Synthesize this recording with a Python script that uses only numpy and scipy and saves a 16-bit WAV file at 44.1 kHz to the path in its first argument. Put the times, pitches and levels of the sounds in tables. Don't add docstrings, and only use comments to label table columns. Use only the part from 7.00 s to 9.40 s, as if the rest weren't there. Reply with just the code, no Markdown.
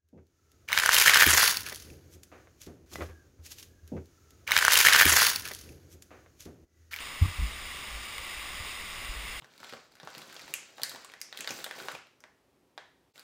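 import sys
import numpy as np
from scipy import signal
from scipy.fft import rfft, irfft, next_fast_len
from scipy.io import wavfile
from scipy.ndimage import uniform_filter1d, map_coordinates

SR = 44100
rng = np.random.default_rng(int(sys.argv[2]) if len(sys.argv) > 2 else 0)


def persist_wave(psi):
    counts = np.round(np.clip(psi, -1, 1) * 32767).astype(np.int16)
    wavfile.write(sys.argv[1], SR, np.atleast_2d(counts).T)


N = 105840

# t/s, level/dB
WATER_LEVEL = [(0, -40), (.3, -41), (1.2, -39.5), (2.4, -40)]
# f/Hz, width/Hz, level/dB
HOUSING_RESONANCES = [(1158, 121, -2.5), (1460, 117, -10), (2044, 287, -1), (2553, 303, -4),
                      (2649, 122, 0.5), (2905, 138, -3.5), (3160, 260, -6.5), (3744, 310, -5.5),
                      (4300, 230, -13), (4972, 268, -6.5), (5594, 310, -16)]
# f/Hz, level/dB
WASH_TONE = [(60, -11), (150, -12), (400, -12.5), (900, -12.5), (2500, -8), (4500, -16.5), (6000, -20)]
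# t/s, peak level/dB
DROP_HITS = [(0.0717, -31.5), (1.1812, -26.5), (1.2965, -29), (1.3468, -33), (2.0477, -27)]
# t/s, peak level/dB, pitch f/Hz, rise/s, time to fall 60 dB/s, shell ring level/dB
MOUNT_BLOWS = [(.211, -11.5, 83.7, .1, .035, -33.5), (0.2444, -23, 84, .015, .032, -33.5),
               (0.2756, -28, 80, .01, 0.032, -47), (.297, -37, 76, .015, 0.042, -58),
               (.379, -23, 57.7, .2, 0.05, -45), (0.4044, -21, 55, 0.014, .16, -43),
               (.615, -41, 32, .01, 0.11, -56), (.904, -39, 52.9, .06, .17, -63),
               (1.175, -42.5, 53.3, 0.015, .15, -69), (1.345, -45.5, 53, .03, 0.18, -64),
               (1.495, -46.5, 55.3, 0.026, 0.2, -66), (1.598, -34, 70, .006, 0.045, -60),
               (2.036, -40, 49.4, .01, 0.073, -58), (2.084, -29.5, 39.3, 0.01, 0.09, -57),
               (2.152, -35, 52, 0.011, 0.18, -60), (2.2133, -39, 54.5, .03, 0.13, -67),
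               (2.296, -41, 34, .01, 0.13, -66)]
# f/Hz, level/dB added to the ring level of each blow
SHELL_MODES = [(157, 0), (215, -8.5), (290, -8)]
# t/s, level/dB
RUMBLE_LEVEL = [(0, -52), (.12, -58), (.3, -47), (.45, -48), (.6, -48), (.7, -54), (.9, -53), (1.1, -54.5),
                (1.4, -54), (1.55, -54), (1.7, -55), (1.95, -50), (2.03, -49), (2.15, -51), (2.3, -52),
                (2.4, -45)]
# f/Hz, level/dB
MOUNT_TONE = [(15, -2), (30, -5), (44, -8), (54, 2), (66, -4.5), (110, -17), (200, -29), (300, -35)]

PATCHY_DB, FLUTTER_DB, FLUTTER_PER_S = 0.51, 0.43, 7.9
SPRAY_PER_S, SPRAY_DB, SPRAY_SPREAD_DB = 900, -13.5, 4
RATTLE_START_S, RATTLE_LONG_S, RATTLE_DB = 0.218, 0.055, -43
RATTLE_HZ, RATTLE_WIDE_HZ = 1150, 70
LUMPS_DB, LUMPS_PER_S = 1.4, 14
HOLD_HZ, OUT_HZ, TOP_HZ = 12000, 48000, 15310


def amp(db):
    return 10 ** (np.asarray(db) / 20)


def unit(x):
    return x / np.sqrt(np.mean(x ** 2) + 1e-20)


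def along(points, hz):
    f, v = np.transpose(points)
    return np.interp(np.log(hz + 1), np.log(f + 1), v)


def curve(rows):
    return np.interp(np.arange(N) / SR, *np.transpose(rows))


def wobble(rate):
    points = rng.standard_normal(int(N * rate / SR) + 4)
    return map_coordinates(points, [np.arange(N) * rate / SR])


def filtered(x, response):
    size = next_fast_len(N + SR // 2)
    spectrum = rfft(x, size) * response(np.fft.rfftfreq(size, 1 / SR))
    return irfft(spectrum, size)[..., :N]


def peak(f, hz, wide_hz):
    damping = 1j * f * wide_hz
    return damping / (hz * hz - f * f + damping)


def housing(f):
    return sum((-1) ** k * amp(db) * peak(f, hz, wide_hz)
               for k, (hz, wide_hz, db) in enumerate(HOUSING_RESONANCES))


def patchy(depth_db):
    z = signal.stft(rng.standard_normal(N + 512), nperseg=512)[2]
    field = rng.standard_normal(z.shape)
    field = uniform_filter1d(field, 6, 0)
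    field = uniform_filter1d(field, 10, 1)
    noise = signal.istft(z * amp(depth_db * unit(field)), nperseg=512)[1]
    return unit(noise[:N])


def water():
    sizes = amp(SPRAY_SPREAD_DB * rng.exponential(size=N)) * rng.standard_normal(N)
    spray = unit(sizes * (rng.random(N) < SPRAY_PER_S / SR))
    hiss = filtered(patchy(PATCHY_DB) + amp(SPRAY_DB) * spray, housing)
    wash = filtered(patchy(PATCHY_DB), lambda f: amp(along(WASH_TONE, f)))
    level_db = curve(WATER_LEVEL) + FLUTTER_DB * wobble(FLUTTER_PER_S)
    return amp(level_db) * unit(hiss + wash)


def thumps():
    out = np.zeros(N + SR)
    t = np.arange(SR // 2) / SR
    for s, db, hz, rise, t60, shell_db in MOUNT_BLOWS:
        swell = (1 - np.exp(-t / rise)) ** 3
        envelope = swell * amp(-60 * t / t60)
        envelope = envelope / envelope.max()
        tone = amp(db) * np.sin(2 * np.pi * hz * t)
        ring = sum(amp(shell_db + level) * np.sin(2 * np.pi * mode_hz * t) for mode_hz, level in SHELL_MODES)
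        out[round(s * SR):][:len(t)] -= envelope * (tone + ring)
    return out[:N]


def rattle():
    progress = np.clip((np.arange(N) / SR - RATTLE_START_S) / RATTLE_LONG_S, 0, 1)
    buzz = filtered(rng.standard_normal(N), lambda f: peak(f, RATTLE_HZ, RATTLE_WIDE_HZ))
    return amp(RATTLE_DB) * np.sin(np.pi * progress) * unit(buzz)


def drops():
    taps = np.zeros(N)
    for s, db in DROP_HITS:
        taps[round(s * SR)] = amp(db)
    one_ring = filtered(np.eye(1, N)[0], housing)
    return filtered(taps, housing) / np.abs(one_ring).max()


def rumble():
    noise = filtered(rng.standard_normal(N), lambda f: amp(along(MOUNT_TONE, f)))
    lumpy = unit(noise * amp(LUMPS_DB * wobble(LUMPS_PER_S)))
    return amp(curve(RUMBLE_LEVEL)) * lumpy


def scene():
    return (water() + drops() + thumps() + rattle() + rumble())[None]


def hold(f):
    shade = np.sinc(f / HOLD_HZ) / np.sinc(f / OUT_HZ)
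    delay = np.exp(-1j * np.pi * f / HOLD_HZ)
    return shade * delay * (f < TOP_HZ)


def record(dry):
    base = filtered(dry, lambda f: f < HOLD_HZ / 2)
    sampled = base * (1 + 2 * np.cos(2 * np.pi * HOLD_HZ * np.arange(N) / SR))
    return filtered(sampled, hold)


dry = scene()
out = record(dry)
persist_wave(out)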